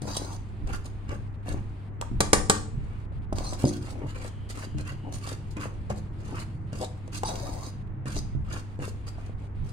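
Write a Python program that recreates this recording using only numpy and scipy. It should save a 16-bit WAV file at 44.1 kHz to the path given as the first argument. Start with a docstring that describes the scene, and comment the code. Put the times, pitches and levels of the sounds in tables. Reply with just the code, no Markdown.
"""Close by in a kitchen, over a mains hum and a low rumble, a small metal spoon stirs dry flour in a
thin metal pot: it rubs, grinds grains, ticks and knocks. After two seconds the lifted pot is tapped
three times and rings, then it is set down with a thud. The stirring goes on while a faint whistle and
then a distant motor come and go. Near seven seconds the spoon judders, knocks hard and scrapes along
the wall, and lighter strokes follow to the end."""
import sys
import numpy as np
from scipy import signal
from scipy.fft import rfft, irfft
from scipy.io import wavfile
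from scipy.ndimage import uniform_filter1d, map_coordinates

SR = 44100
rng = np.random.default_rng(int(sys.argv[2]) if len(sys.argv) > 2 else 0)


def store_wav(level_fs):
    """Save 16-bit WAV to argv[1]."""
    pcm = np.round(np.clip(np.atleast_2d(level_fs), -1, 1) * 32767)
    wavfile.write(sys.argv[1], SR, pcm.T.astype(np.int16))


N = 428652
TIME = np.arange(N) / SR
AFTER = np.arange(SR // 2) / SR  # seconds after a hit
WALL_DAMPING = 6  # the wall fades this many times faster with the spoon against it

# how alike the room sounds left and right: pitch_hz, likeness (0 to 1)
LIKENESS_BY_PITCH = [(25, 0.017), (60, 0.53), (120, 0.9), (300, 0.88), (700, 0.0024), (1500, 0),
                     (10000, 0.35)]


def from_db(db):
    """Turn decibels into a gain."""
    return 10 ** (np.asarray(db) / 20)


def rms_one(x):
    """Scale a signal to an average strength (rms) of 1."""
    return x / np.sqrt(np.mean(x ** 2) + 1e-20)


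def at_hz(points, hz, column=1):
    """Read a table between its rows, on a scale of octaves."""
    points = np.array(points)
    return np.interp(np.log(hz + 1e-3), np.log(points[:, 0]), points[:, column])


def drift(turns_per_s):
    """A random wander around zero, about 1 in size."""
    knots = rng.standard_normal(N // 16)
    return rms_one(np.interp(TIME * turns_per_s, np.arange(len(knots)), knots))


def colour(x, spectrum, size=4096):
    """Give a sound a tone colour, with no ringing ahead of a hit; white noise keeps its power."""
    cepstrum = irfft(np.log(from_db(at_hz(spectrum, np.fft.rfftfreq(size, 1 / SR)))))
    cepstrum[1:size // 2] *= 2
    cepstrum[size // 2 + 1:] = 0
    response = irfft(np.exp(rfft(cepstrum)))
    return signal.oaconvolve(x, [response / np.linalg.norm(response)], axes=1)[:, :x.shape[1]]


def add(out, start_s, sound, pan_db=0):
    """Mix a sound into a stereo track; a positive pan_db moves it left."""
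    start = int(start_s * SR)
    part = sound[..., :N - start]
    out[:, start:start + part.shape[-1]] += part * from_db([[pan_db / 2], [-pan_db / 2]])


def two_ears(draw, own):
    """One random signal for both sides, plus a share that each has alone."""
    return np.sqrt(1 - own) * draw() + np.sqrt(own) * np.array([draw(), draw()])


def narrow_noise(hz, width_hz):
    """A breathy tone: a resonance kept going by random pushes."""
    phase = 2 * np.pi * np.cumsum(hz) / SR
    return drift(2 * width_hz) * np.sin(phase) + drift(2 * width_hz) * np.cos(phase)


def diffuse(spectrum):
    """Steady noise from all round, most alike left and right in the bass."""
    hz = np.fft.rfftfreq(N, 1 / SR)
    mid, side = rfft(rng.standard_normal((2, N)))
    alike = at_hz(LIKENESS_BY_PITCH, hz)
    pair = np.sqrt(1 + alike) * mid + np.sqrt(1 - alike) * side * [[1], [-1]]
    return rms_one(irfft(pair * from_db(at_hz(spectrum, hz)), N))


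def room_air(level_db=-48.5):
    """The soft noise of a still room."""
    # its tone colour: pitch_hz, level_db
    air_colour = [(100, -24.5), (170, 0.5), (385, -7.5), (542, -15), (800, -14), (1080, -16.5), (2010, -24),
                  (3600, -41.5), (5000, -54.5), (9500, -59), (11000, -70.5), (16000, -77.5)]
    return from_db(level_db) * diffuse(air_colour)


def mains_hum(hz=100, level_db=-39):
    """The mains hums on one low, barely wavering note."""
    return from_db(level_db - 0.2 * drift(2.8)) * np.sqrt(2) * np.sin(2 * np.pi * hz * TIME)


def rumble(rise_s=0.029, fall_s=0.13):
    """A low rumble swells quickly and sinks slowly each time the pot is shifted."""
    # its tone colour: pitch_hz, level_db
    rumble_colour = [(15, 1), (32, 9.5), (48, 3), (70, 6.5), (100, -2.5), (135, 1), (170, -11),
                     (230, -10.5), (400, -69)]
    # shifts of the pot: peak_s, level_db
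    shifts = [(.65, -32.5), (1.11, -37), (1.51, -30), (2.14, -31.5), (2.35, -30.5), (2.76, -32.5),
              (3.17, -38), (3.33, -32.5), (3.68, -47), (4.758, -37), (5.17, -43.5), (5.77, -42.5),
              (8.149, -33.5), (8.38, -36.5), (9.609, -33.5)]
    swells = [from_db(db) * np.exp(-np.maximum((s - TIME) / rise_s, (TIME - s) / fall_s))
              for s, db in shifts]
    resting = from_db(-43.5)
    gain = np.sqrt(resting ** 2 + np.sum(np.square(swells), axis=0))
    lumps = from_db(1.6 * np.array([drift(6), drift(6)]))
    return from_db(4.5) * gain * lumps * diffuse(rumble_colour)


def motor(waver_db=3.0):
    """A far engine speeds up and eases off, droning on multiples of its cycle rate."""
    # the engine's run: time_s, cycles_per_s, level_db
    run = [(4.6, 25.6, -62), (5.05, 27.8, -47.5), (5.5, 28.6, -50), (5.951, 29.4, -45.5), (6.5, 29.2, -41),
           (6.95, 29.5, -51), (7.3, 30.3, -42), (7.649, 28.4, -57), (7.9, 25.5, -45), (8.2, 27.6, -48),
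           (8.6, 22.3, -63)]
    # what the room's walls let through: pitch_hz, level_db
    through_walls = [(85, -8), (105, -14), (120, -1.5), (136, 9), (150, -10), (165, -25.5), (179, -3.5),
                     (210, -15), (265, -30), (300, -16), (328, -12.5), (365, -34)]
    s, rate, db = np.transpose(run)
    hz = np.interp(TIME, s, rate)
    phase = 2 * np.pi * np.cumsum(hz) / SR
    drone = 0
    for k in range(3, 13):
        gain = from_db(at_hz(through_walls, k * hz) + waver_db * drift(5))
        drone += gain * np.sin(k * phase + 2 * np.pi * rng.random())
    return np.interp(TIME, s, from_db(db), left=0, right=0) * np.sqrt(2) * drone


def whistle(width_hz=250):
    """A faint, hissing whistle far behind slides down in pitch."""
    # its path: time_s, pitch_hz, level_db
    path = [(4.1, 3200, -74), (4.35, 3100, -65), (4.8, 2980, -66), (5.15, 2850, -65), (5.5, 2800, -76)]
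    s, hz, db = np.transpose(path)
    gain = np.interp(TIME, s, from_db(db), left=0, right=0)
    return gain * narrow_noise(np.interp(TIME, s, hz), width_hz)


def hiss(level_db=-65, fade_s=0.005):
    """A fine hiss that drops out in short lulls."""
    # its tone colour: pitch_hz, level_db
    hiss_colour = [(600, -27), (1400, -14.5), (2200, 6), (3200, 1.5), (4500, -3.5), (6000, -15.5),
                   (9500, -10.5), (11000, -23), (15500, -35)]
    # the lulls: start_s, length_s
    lulls = [(1.28, 0.058), (1.36, 0.068), (1.888, .12), (3.058, 0.063), (3.19, 0.028), (3.253, 0.071),
             (6.085, 0.044), (6.558, 0.11), (7.827, 0.044), (7.88, 0.182), (8.36, 0.087), (8.763, 0.07),
             (9.337, 0.042), (9.475, 0.073)]
    heard = np.ones(N)
    for s, length in lulls:
        heard[int(s * SR):int((s + length) * SR)] = 0
    return from_db(level_db) * uniform_filter1d(heard, size=int(fade_s * SR)) * diffuse(hiss_colour)


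def kitchen_echo(x, build_s=0.0018):
    """A small, hard room echoes, longest in the bass."""
    # the echo: pitch_hz, fade_s (time to fall 60 dB), level_db
    room = [(120.5, 0.94, -6.5), (306, 0.76, -13.5), (1000, 0.31, -6.5), (2956, 0.37, -9), (7000, 0.37, -8),
            (14100, .25, -10.5)]
    edges_hz = np.geomspace(70, 17000, 9)
    echo = 0
    for low, high in zip(edges_hz, edges_hz[1:]):
        hz = np.sqrt(low * high)
        band = signal.butter(2, [low, high], "band", fs=SR, output="sos")
        mid, side = signal.sosfilt(band, rng.standard_normal((2, len(AFTER))))
        alike = at_hz(LIKENESS_BY_PITCH, hz)
        noise = np.sqrt((1 + alike) / 2) * mid + np.sqrt((1 - alike) / 2) * side * [[1], [-1]]
        decay = from_db(-60 * AFTER / at_hz(room, hz)) * (1 - np.exp(-(AFTER / build_s) ** 2))
        echo += from_db(at_hz(room, hz, column=2)) * noise * decay / np.linalg.norm(decay)
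    return signal.oaconvolve(x, echo, axes=1)[:, :N]


def ring(modes, scatter_db):
    """A struck object rings with its own fading tones (modes), each of chance strength; peak 1."""
    hz, db, fade_s = np.array(modes).T[:, :, None]
    db = db + scatter_db * rng.standard_normal(db.shape)
    sound = np.sum(from_db(db - 60 * AFTER / fade_s) * np.sin(2 * np.pi * hz * AFTER), axis=0)
    return sound / np.abs(sound).max()


def wall_ring(damping=1):
    """The pot wall rings, a little differently to each side; damping cuts it short."""
    # tones of the free wall: pitch_hz, level_db, fade_s
    wall_modes = [(206, -1, .45), (298, -1, .5), (414, -2, .3), (560, -3, .22), (764, -4, .36),
                  (864, -4, .3), (1158, -3, .33), (1228, -4, .27), (1395, -6, .25), (1524, -5, .22),
                  (1644, -6, .25), (1841, -3, .3), (2030, -9, .22), (2331, -12, .3), (2800, -9, .2),
                  (3380, -9, .17), (3790, -7, .17), (4380, -5, .16), (4720, -6, .18), (4920, -5, .15),
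                  (6200, -9, .2), (6440, -4, .2), (6810, -5, .18), (7133, -6, .14), (7660, -8, .2),
                  (7990, -7, .14), (8400, -6, .22), (9280, -4, .17)]
    modes = [(hz, db, fade_s / damping) for hz, db, fade_s in wall_modes]
    return np.array([ring(modes, scatter_db=2) for side in "LR"])


def chatter(fade_s):
    """Metal buzzes against metal for a moment."""
    return two_ears(lambda: rng.standard_normal(len(AFTER)), own=0.61) * from_db(-60 * AFTER / fade_s)


def onset(rise_s):
    """A gain that climbs from 0 to 1 and softens the start of a hit."""
    return 1 - np.exp(-AFTER / rise_s)


def bumps(boost_db=7.0):
    """The loaded pot thuds low under firm blows of the spoon and under the taps, and thuds and rocks as it is
    set down."""
    # the thuds: start_s, level_db, pan_db
    thuds = [(.019, -29, 8), (0.607, -40, -6), (1.09, -34, 0), (1.483, -30.5, -1), (1.543, -27, 0),
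             (2.114, -33, -18), (2.206, -33, -5), (2.33, -28.5, 7.5), (2.496, -31.5, -9), (3.325, -31, -12),
             (3.64, -10, 1.5), (3.652, -18, -3), (3.666, -21, -4), (4.038, -28.5, -0.5), (4.671, -35.5, 8),
             (4.748, -29.5, 11.5), (5.038, -37, 12), (5.568, -30.5, 1), (5.657, -30.5, 9),
             (5.904, -26.5, 3.5), (6.73, -30.5, 4), (8.057, -29.5, 1.5), (8.163, -35, -10),
             (8.35, -29, -16), (8.399, -40, -6), (8.790, -30, 2.5)]
    # low tones of the loaded pot: pitch_hz, level_db, fade_s
    modes = [(94, -11, 0.2), (135.4, 4.5, 0.16), (206, -4.5, 0.45), (244, 9, 0.04), (297.6, -9, 0.4),
             (355.3, -16.5, 0.31), (576.5, -11, .04)]
    out = np.zeros((2, N))
    for s, db, pan_db in thuds:
        add(out, s, from_db(db + boost_db) * onset(0.0011) * ring(modes, scatter_db=5.5), pan_db)
    return out


def taps(ping_fade_s=0.02):
    """A hard tap on the lifted pot gives a clunk, a clack and two pings; the wall rings on."""
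    # the taps: start_s, clunk_db, clack_db, low_ping_hz, low_ping_db, high_ping_hz, high_ping_db
    hits = [(2.2049, -8, -5, 6220, -22, 8980, -17.5), (2.3310, -6, 0, 6810, -13.5, 9270, -14),
            (2.4975, -5.5, -1.5, 7140, -13, 7980, -12.5)]
    # tones of the flour-laden pot floor: pitch_hz, level_db, fade_s
    floor_modes = [(216, -3, .06), (346, -2, .06), (445, -2, 0.11), (534, -0.5, .06), (730, -0.5, 0.024),
                   (1190, 1.5, 0.026), (1540, -5.5, 0.022), (1760, -4.5, .04), (2300, -5, 0.025)]
    # tone colour of the clack: pitch_hz, level_db
    clack_colour = [(80, -16.5), (200, 2), (450, 6.5), (800, 5), (1200, 1), (2000, -0.5), (2700, -9.5),
                    (3600, -5), (4700, -5), (5600, -4), (7200, -1.5), (9400, -3), (10800, -14),
                    (15500, -35)]
    out = np.zeros((2, N))
    for s, clunk_db, clack_db, low_hz, low_db, high_hz, high_db in hits:
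        clunk = ring(floor_modes, scatter_db=1)
        clack = colour(chatter(0.038) * onset(0.00024), clack_colour) + from_db(-7) * wall_ring()
        pings = sum(from_db(db) * ring([(hz, 0, ping_fade_s)], scatter_db=0)
                    for hz, db in [(low_hz, low_db), (high_hz, high_db)])
        add(out, s, from_db(clunk_db) * clunk + from_db(clack_db - 5) * clack + pings, pan_db=1)
    return out


def ticks(trim_db=-7, wall_db=-9):
    """The spoon lightly touches bare metal."""
    # the touches: start_s, level_db
    touches = [(0.0197, -25.5), (0.1696, -18.5), (0.332, -41), (0.6737, -31), (.757, -29), (1.092, -30),
               (1.148, -41), (1.483, -42), (2.0129, -16), (3.3282, -25), (3.3842, -20), (3.533, -21.5),
               (3.6527, -20), (4.216, -36), (4.2777, -31.5), (4.501, -30.5), (4.5736, -28.5), (4.784, -28),
               (5.125, -25), (5.1427, -28.5), (5.2537, -31), (5.2741, -24), (5.2957, -31), (5.5687, -29.5),
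               (5.903, -28.5), (6.7303, -30), (6.8436, -24.5), (7.0774, -35), (7.1487, -35),
               (7.2339, -17.5), (7.3552, -22), (8.057, -33), (8.1463, -33), (8.1649, -22.5), (8.791, -39)]
    # their tone colour: pitch_hz, level_db
    tick_colour = [(200, 12.5), (600, 14), (1400, 0.5), (2600, -1.5), (4500, -1.5), (6000, 0), (9300, -2),
                   (11000, -13), (15500, -28)]
    out = np.zeros((2, N))
    for s, db in touches:
        tick = colour(chatter(0.02), tick_colour) + from_db(wall_db) * wall_ring(WALL_DAMPING)
        add(out, s, from_db(db + trim_db) * tick)
    return out


def judder(start_s=6.812, gap_s=0.0082, level_db=-18, first_hz=483, pitch_step=1.12, pan_db=1):
    """The spoon skips over the pot floor: four quick knocks, each higher than the last."""
    return [(start_s + k * gap_s, level_db, first_hz * pitch_step ** k, pan_db) for k in range(4)]


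def knocks(boost_db=1.0, fade_s=0.023, wall_db=-25):
    """Flour cushions the spoon's blow: a short, hollow knock whose pitch depends on the spot."""
    # the blows: start_s, level_db, pitch_hz, pan_db
    blows = [(.054, -21.5, 475, -2), (.078, -25, 665, 3), (1.483, -21, 520, 1), (1.544, -23, 570, 6),
             (2.012, -27.5, 810, -7), (2.0225, -16, 965, -5.5), (3.12, -37.5, 560, 4),
             (3.326, -12, 634, -4), (3.384, -28, 618, -3), (3.407, -19.5, 547, -3), (3.526, -17, 584, 0),
             (3.6415, -12, 545, 4), (4.248, -23, 515, -3), (5.318, -22.5, 492, 0), (5.572, -33, 550, -11),
             (5.656, -19, 513, -3), (5.9035, -14.5, 478, -2), (6.73, -26.5, 457, 0),
             (7.079, -30.5, 495, 1.5), (7.2334, -9, 804, 2),  (8.057, -26.5, 447, -4), (8.169, -25, 427, 3),
             (8.35, -44, 330, -1), (8.791, -25.5, 477, -2), (8.879, -22.5, 395, 0), (9.183, -29, 680, 2),
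             (9.295, -29, 388, 4)]
    out = np.zeros((2, N))
    for s, db, hz, pan_db in blows + judder():
        modes = [(hz * .62, -6, fade_s), (hz, 0, fade_s),
                 (hz * 1.23, -5, fade_s), (hz * 1.597, -11, fade_s)]
        knock = ring(modes, scatter_db=1.5) + from_db(wall_db) * wall_ring(WALL_DAMPING)
        add(out, s, from_db(db + boost_db) * onset(0.0006) * knock, pan_db)
    return out


def squeaks(waver=0.014):
    """The spoon's edge sticks and slips, briefly locking onto one unsteady pitch."""
    # the squeaks: start_s, length_s, pitch_hz, level_db
    catches = [(.078, 0.03, 4650, -49), (0.15, 0.015, 3780, -49), (.166, 0.015, 3940, -37),
               (.167, 0.014, 5760, -36), (.167, 0.0066, 8750, -31.5), (.185, 0.048, 4030, -61),
               (3.438, 0.068, 4200, -46), (3.447, .04, 4620, -55), (3.65, 0.011, 4900, -37),
               (6.814, 0.037, 758, -41.5), (6.828, 0.04, 906, -53), (7.24, 0.039, 872, -35.5),
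               (7.251, 0.034, 9100, -45.5), (7.268, 0.023, 4870, -45), (7.287, 0.041, 3840, -46.5),
               (7.345, 0.037, 3914, -61), (7.415, 0.049, 566, -43.5)]
    out = np.zeros((2, N))
    for s, length, hz, db in catches:
        swell = np.hanning(int(length * SR))
        wobble = rms_one(uniform_filter1d(rng.standard_normal(len(AFTER)), size=30))[:len(swell)]
        phase = 2 * np.pi * np.cumsum(hz * (1 + waver * wobble)) / SR
        add(out, s, from_db(db) * 2 * swell * np.sin(phase))
    return out


def sliding_modes(x, spacing_hz=115, life_s=0.05):
    """As the spoon slides, ever new resonances of spoon and pot swell and fade."""
    # how much they stand out: pitch_hz, spread_db
    contrast = [(200, 2), (700, 2.8), (1800, 4.8), (4000, 4.8), (7000, 4.5), (12000, 4.2)]
    hz, s, frames = signal.stft(x, SR, nperseg=1024)
    place = np.meshgrid(hz / spacing_hz, s / life_s, indexing="ij")
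    chance = rng.standard_normal((len(hz), len(s)))
    change_db = map_coordinates(chance, place, order=2, mode="nearest") * at_hz(contrast, hz)[:, None]
    return signal.istft(frames * from_db(change_db), SR, nperseg=1024)[1][:, :N]


def friction(spectrum, slips_per_s, spread_db, smooth_db, uneven_db, surge=1):
    """Tiny slips of mixed size over a smooth hiss, sounding through the metal."""
    sizes = from_db(spread_db * np.minimum(rng.exponential(1, N), 4)) * rng.choice([-1, 1], N)
    slips = rms_one(sizes * (rng.random(N) < slips_per_s / SR))
    force = surge * (slips + from_db(smooth_db) * rng.standard_normal((2, N)))
    return rms_one(sliding_modes(colour(force, spectrum)) * from_db(uneven_db * drift(140)))


def spurts(per_s=90, decay_s=0.0022):
    """A jumpy gain: grains jam under the spoon's edge and give way in short spurts."""
    sizes = from_db(2 + 3 * np.clip(rng.standard_normal(N), -2, 1.5))
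    jams = sizes * (rng.random(N) < per_s / SR)
    keep = np.exp(-1 / (decay_s * SR))
    return rms_one(1 + signal.lfilter([1], [1, -keep], jams + 1e-18))


def trickle(stroke_gain, linger_s=0.14, level_db=-27.5):
    """Gain of the loose flour, which keeps sliding after it is pushed."""
    keep = np.exp(-1 / (linger_s * SR))
    return from_db(level_db) * np.sqrt(signal.lfilter([1 - keep], [1, -keep], stroke_gain ** 2 + 1e-18))


def singing(bend=0.01, swap_db=4.5):
    """The dragged spoon sings: its tones bend a little and take turns."""
    # tones of the spoon: pitch_hz, width_hz, level_db
    spoon_modes = [(3820, 60, -3), (4170, 80, -3), (4680, 150, -1), (4940, 110, -2), (6200, 300, 0),
                   (7200, 160, -5), (8050, 150, -3), (9100, 250, -4)]
    pitch = 1 + bend * drift(12)
    song = 0
    for hz, width, db in spoon_modes:
        gain = from_db(db + swap_db * drift(28))
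        song += gain * two_ears(lambda: narrow_noise(hz * pitch, width), own=0.81)
    return rms_one(song)


def glide(x, ratio):
    """Bend the pitch of a steady noise by playing it at a changing speed."""
    place = np.cumsum(ratio) % (N - 1)
    return np.array([map_coordinates(side, [place], order=3, mode="mirror") for side in x])


def contact(start, length, attack_s=0.0051, release_s=0.02):
    """One touch of the spoon: its samples, its age in seconds and its gain as it sets in and lets go."""
    span = slice(int(start * SR), int((start + length + release_s) * SR))
    age = TIME[span] - start
    touch = np.clip(age / attack_s, 0, 1) * np.clip((length - age) / release_s + 1, 0, 1)
    return span, age, touch


def scrape_gains(sag_db_per_s=27):
    """A scrape along the wall bites, then loses pressure, catching unevenly as it goes."""
    # the scrapes: start_s, length_s, rub_db, hollow_db, edge_db
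    scrapes = [(0.015, 0.14, -62, -52, -52), (0.068, 0.29, -42, -50, -46), (3.353, 0.096, -48, -51, -45.5),
               (3.442, 0.11, -43.5, -51, -41.5), (3.666, 0.025, -48, -62, -34.5),
               (7.142, 0.035, -61, -64, -43), (7.246, 0.044, -56, -49, -38.5),
               (7.284, 0.34, -43.5, -44.5, -44.5), (7.626, 0.066, -48, -54.5, -45),
               (8.154, 0.036, -43.5, -56.5, -39)]
    gains = np.zeros((3, N))
    for start, length, *dbs in scrapes:
        span, age, touch = contact(start, length)
        gains[:, span] += from_db(dbs)[:, None] * touch * from_db(-sag_db_per_s * age)
    return gains * from_db(-drift(38))


def stroke_gains(press_db=6):
    """The hand presses hardest in mid-stroke; as flour gives way to metal, the grit grows most."""
    # strokes through the flour: start_s, length_s, rub_db, swish_db, grit_db
    strokes = [ (0.139, 0.0089, -56, -58, -36.5), (0.164, 0.007, -57, -52, -25),
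               (0.316, 0.025, -55, -68, -45), (0.663, 0.063, -42.5, -43, -54.5),
               (0.724, 0.033, -47, -40, -42), (0.842, 0.03, -49, -53, -49.5), (1.078, 0.076, -42, -45, -57),
               (1.455, 0.076, -42.5, -44, -47.5), (1.551, 0.041, -42.5, -51.5, -65),
               (2.755, 0.26, -63, -59.5, -71.5), (3.572, 0.086, -40, -46, -43),
               (3.69, 0.087, -47, -49.5, -48.5), (3.808, 0.11, -47.5, -48.5, -50),
               (3.922, 0.14, -39, -53.5, -70), (4.062, 0.06, -58, -51, -53),
               (4.143, 0.034, -46, -44.5, -50), (4.194, 0.086, -46, -47.5, -50),
               (4.487, 0.035, -55, -47, -42.5), (4.54, 0.11, -46, -44.5, -46.5),
               (4.775, 0.041, -44.5, -46.5, -50.5), (4.848, 0.073, -52.5, -43.5, -48.5),
               (5.04, 0.075, -43, -60, -74), (5.12, 0.063, -49, -53.5, -46),
               (5.208, 0.13, -50.5, -43.5, -44.5), (5.503, 0.023, -65, -71, -55),
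               (5.562, 0.02, -40.5, -44, -60), (5.591, 0.069, -42, -42.5, -45), (5.665, 0.1, -49, -69, -73),
               (5.895, 0.019, -33.5, -38.5, -46.5), (5.955, 0.032, -44, -64, -54.5),
               (6.183, 0.24, -46.5, -53, -57), (6.341, 0.083, -60, -42.5, -49),
               (6.717, 0.053, -51, -50, -53), (6.773, 0.084, -40, -50.5, -43),
               (7.118, 0.061, -50, -44.5, -42), (8.053, 0.033, -41, -45, -45),
               (8.093, 0.061, -51, -45.5, -43.5), (8.443, 0.12, -56, -52, -64.5),
               (8.5, 0.095, -46.5, -46, -44.5), (8.794, 0.019, -37.5, -47, -58),
               (8.817, 0.042, -46, -42.5, -43.5), (8.867, 0.031, -63, -56, -52.5),
               (9.063, 0.024, -50, -46.5, -46), (9.134, 0.15, -62.5, -58, -66.5),
               (9.39, 0.077, -54, -72, -66.5), (9.636, 0.1, -56, -63, -56)]
    growths_db = (4, 5, 7.5)  # rub, swish and grit, from start to end of a stroke
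    gains = np.zeros((3, N))
    for start, length, *dbs in strokes:
        span, age, touch = contact(start, length)
        from_middle = np.clip(age / length, 0, 1) - .5
        arch_db = -press_db * (2 * from_middle) ** 2
        for gain, db, growth_db in zip(gains, dbs, growths_db):
            gain[span] += touch * from_db(db + growth_db * from_middle + arch_db)
    return gains


def wall_scraping(rest_hz=860):
    """The spoon on the wall makes two sounds: a gliding hollow one and a bright, singing edge."""
    # tone colours of the two: pitch_hz, level_db
    hollow_colour = [(450, -27), (700, 4), (860, 4.5), (1000, 3.5), (1250, 0.5), (1600, -7), (2100, -14),
                     (2600, -11), (3200, -17.5), (5000, -26.5)]
    edge_colour = [(2500, -13), (3400, -11), (3850, -2.5), (4300, -0.5), (4800, 3), (5400, -3), (6300, 4),
                   (7400, -9.5), (9200, -5), (11000, -11), (15500, -43)]
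    # the hollow note follows the spoon's place on the wall: time_s, pitch_hz
    hollow_pitch = [(.05, 600), (.12, 860), (3.45, 820), (7.27, 870), (7.315, 560), (7.44, 580),
                    (7.485, 740), (7.556, 650), (7.68, 760)]
    hollow = friction(hollow_colour, slips_per_s=790, spread_db=4, smooth_db=14, uneven_db=-1)
    edge = friction(edge_colour, slips_per_s=7000, spread_db=3.5, smooth_db=1, uneven_db=1.5)
    hollow = from_db(5.5) * glide(hollow, np.interp(TIME, *np.transpose(hollow_pitch)) / rest_hz)
    edge = from_db(-2) * glide(edge, 1 + .03 * drift(14))
    return hollow, (edge + from_db(-3.5) * singing()) * spurts()


def stirring(wall_db=-19):
    """The spoon rubs the pot, swishes flour aside, grinds grains and scrapes the wall."""
    # tone colours of rub, swish and grit: pitch_hz, level_db
    rub_colour = [(150, -6), (290, 6), (400, 1.5), (520, 3), (680, -4), (860, -2.5), (1050, -11.5),
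                  (1400, -39), (2500, -67)]
    swish_colour = [(600, -35.5), (1000, 4), (1200, 5.5), (1600, 2.5), (2200, -2), (2800, 0), (3400, -19.5),
                    (5000, -45)]
    grit_colour = [(1800, -28), (3200, -1.5), (3900, -1.5), (4700, 3.5), (5500, -3.5), (6400, 0.5),
                   (7500, -0.5), (9400, -2), (11000, -10), (15500, -23.5)]
    floor_gain, swish_gain, grit_gain = stroke_gains()
    wall_gain, hollow_gain, edge_gain = scrape_gains()
    grit_gain = grit_gain + trickle(grit_gain + swish_gain)
    rub = friction(rub_colour, slips_per_s=790, spread_db=2, smooth_db=-8.5, uneven_db=4)
    swish = friction(swish_colour, slips_per_s=1000, spread_db=1.5, smooth_db=0, uneven_db=2)
    grit = friction(grit_colour, slips_per_s=2100, spread_db=-0.5, smooth_db=12, uneven_db=2.5,
                    surge=spurts())
    hollow, edge = wall_scraping()
    out = from_db(-0.5) * swish_gain * swish + from_db(-1.5) * grit_gain * grit
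    out += hollow_gain * hollow + edge_gain * edge
    add(out, 0, from_db(-1) * (floor_gain + wall_gain) * rub, pan_db=2)
    wall = wall_ring(WALL_DAMPING)  # the wall rings faintly along
    return out + from_db(wall_db) * signal.oaconvolve(out, wall / np.linalg.norm(wall), axes=1)[:, :N]


def scene(left_lag_s=0.00024):
    """The pot, a little nearer the right side, with its echo and the background."""
    # the pot sends its sound unevenly to left and right: pitch_hz, pan_db
    balance = [(100, -4), (250, -1), (500, 6), (1000, 1.5), (2000, -2), (8000, -1), (12000, -3)]
    pot = stirring() + squeaks() + knocks() + ticks() + taps() + bumps()
    pan_db = at_hz(balance, np.fft.rfftfreq(N, 1 / SR))
    pot = irfft(rfft(pot) * from_db(pan_db * [[.5], [-.5]]), N)
    late_left = np.pad(pot[0], (round(left_lag_s * SR), 0))[:N]
    pot_in_room = np.array([late_left, pot[1]]) + kitchen_echo(pot)
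    return pot_in_room + rumble() + mains_hum() + room_air() + motor() + hiss() + whistle()


def record(dry, cutoff_hz=15900):
    """Round off the hardest peaks and cut the highest treble."""
    rounded = 1.083 * np.tanh(dry / 1.173)
    return signal.sosfilt(signal.ellip(10, .2, 80, cutoff_hz, fs=SR, output="sos"), rounded)


dry = scene()
out = record(dry)
store_wav(out)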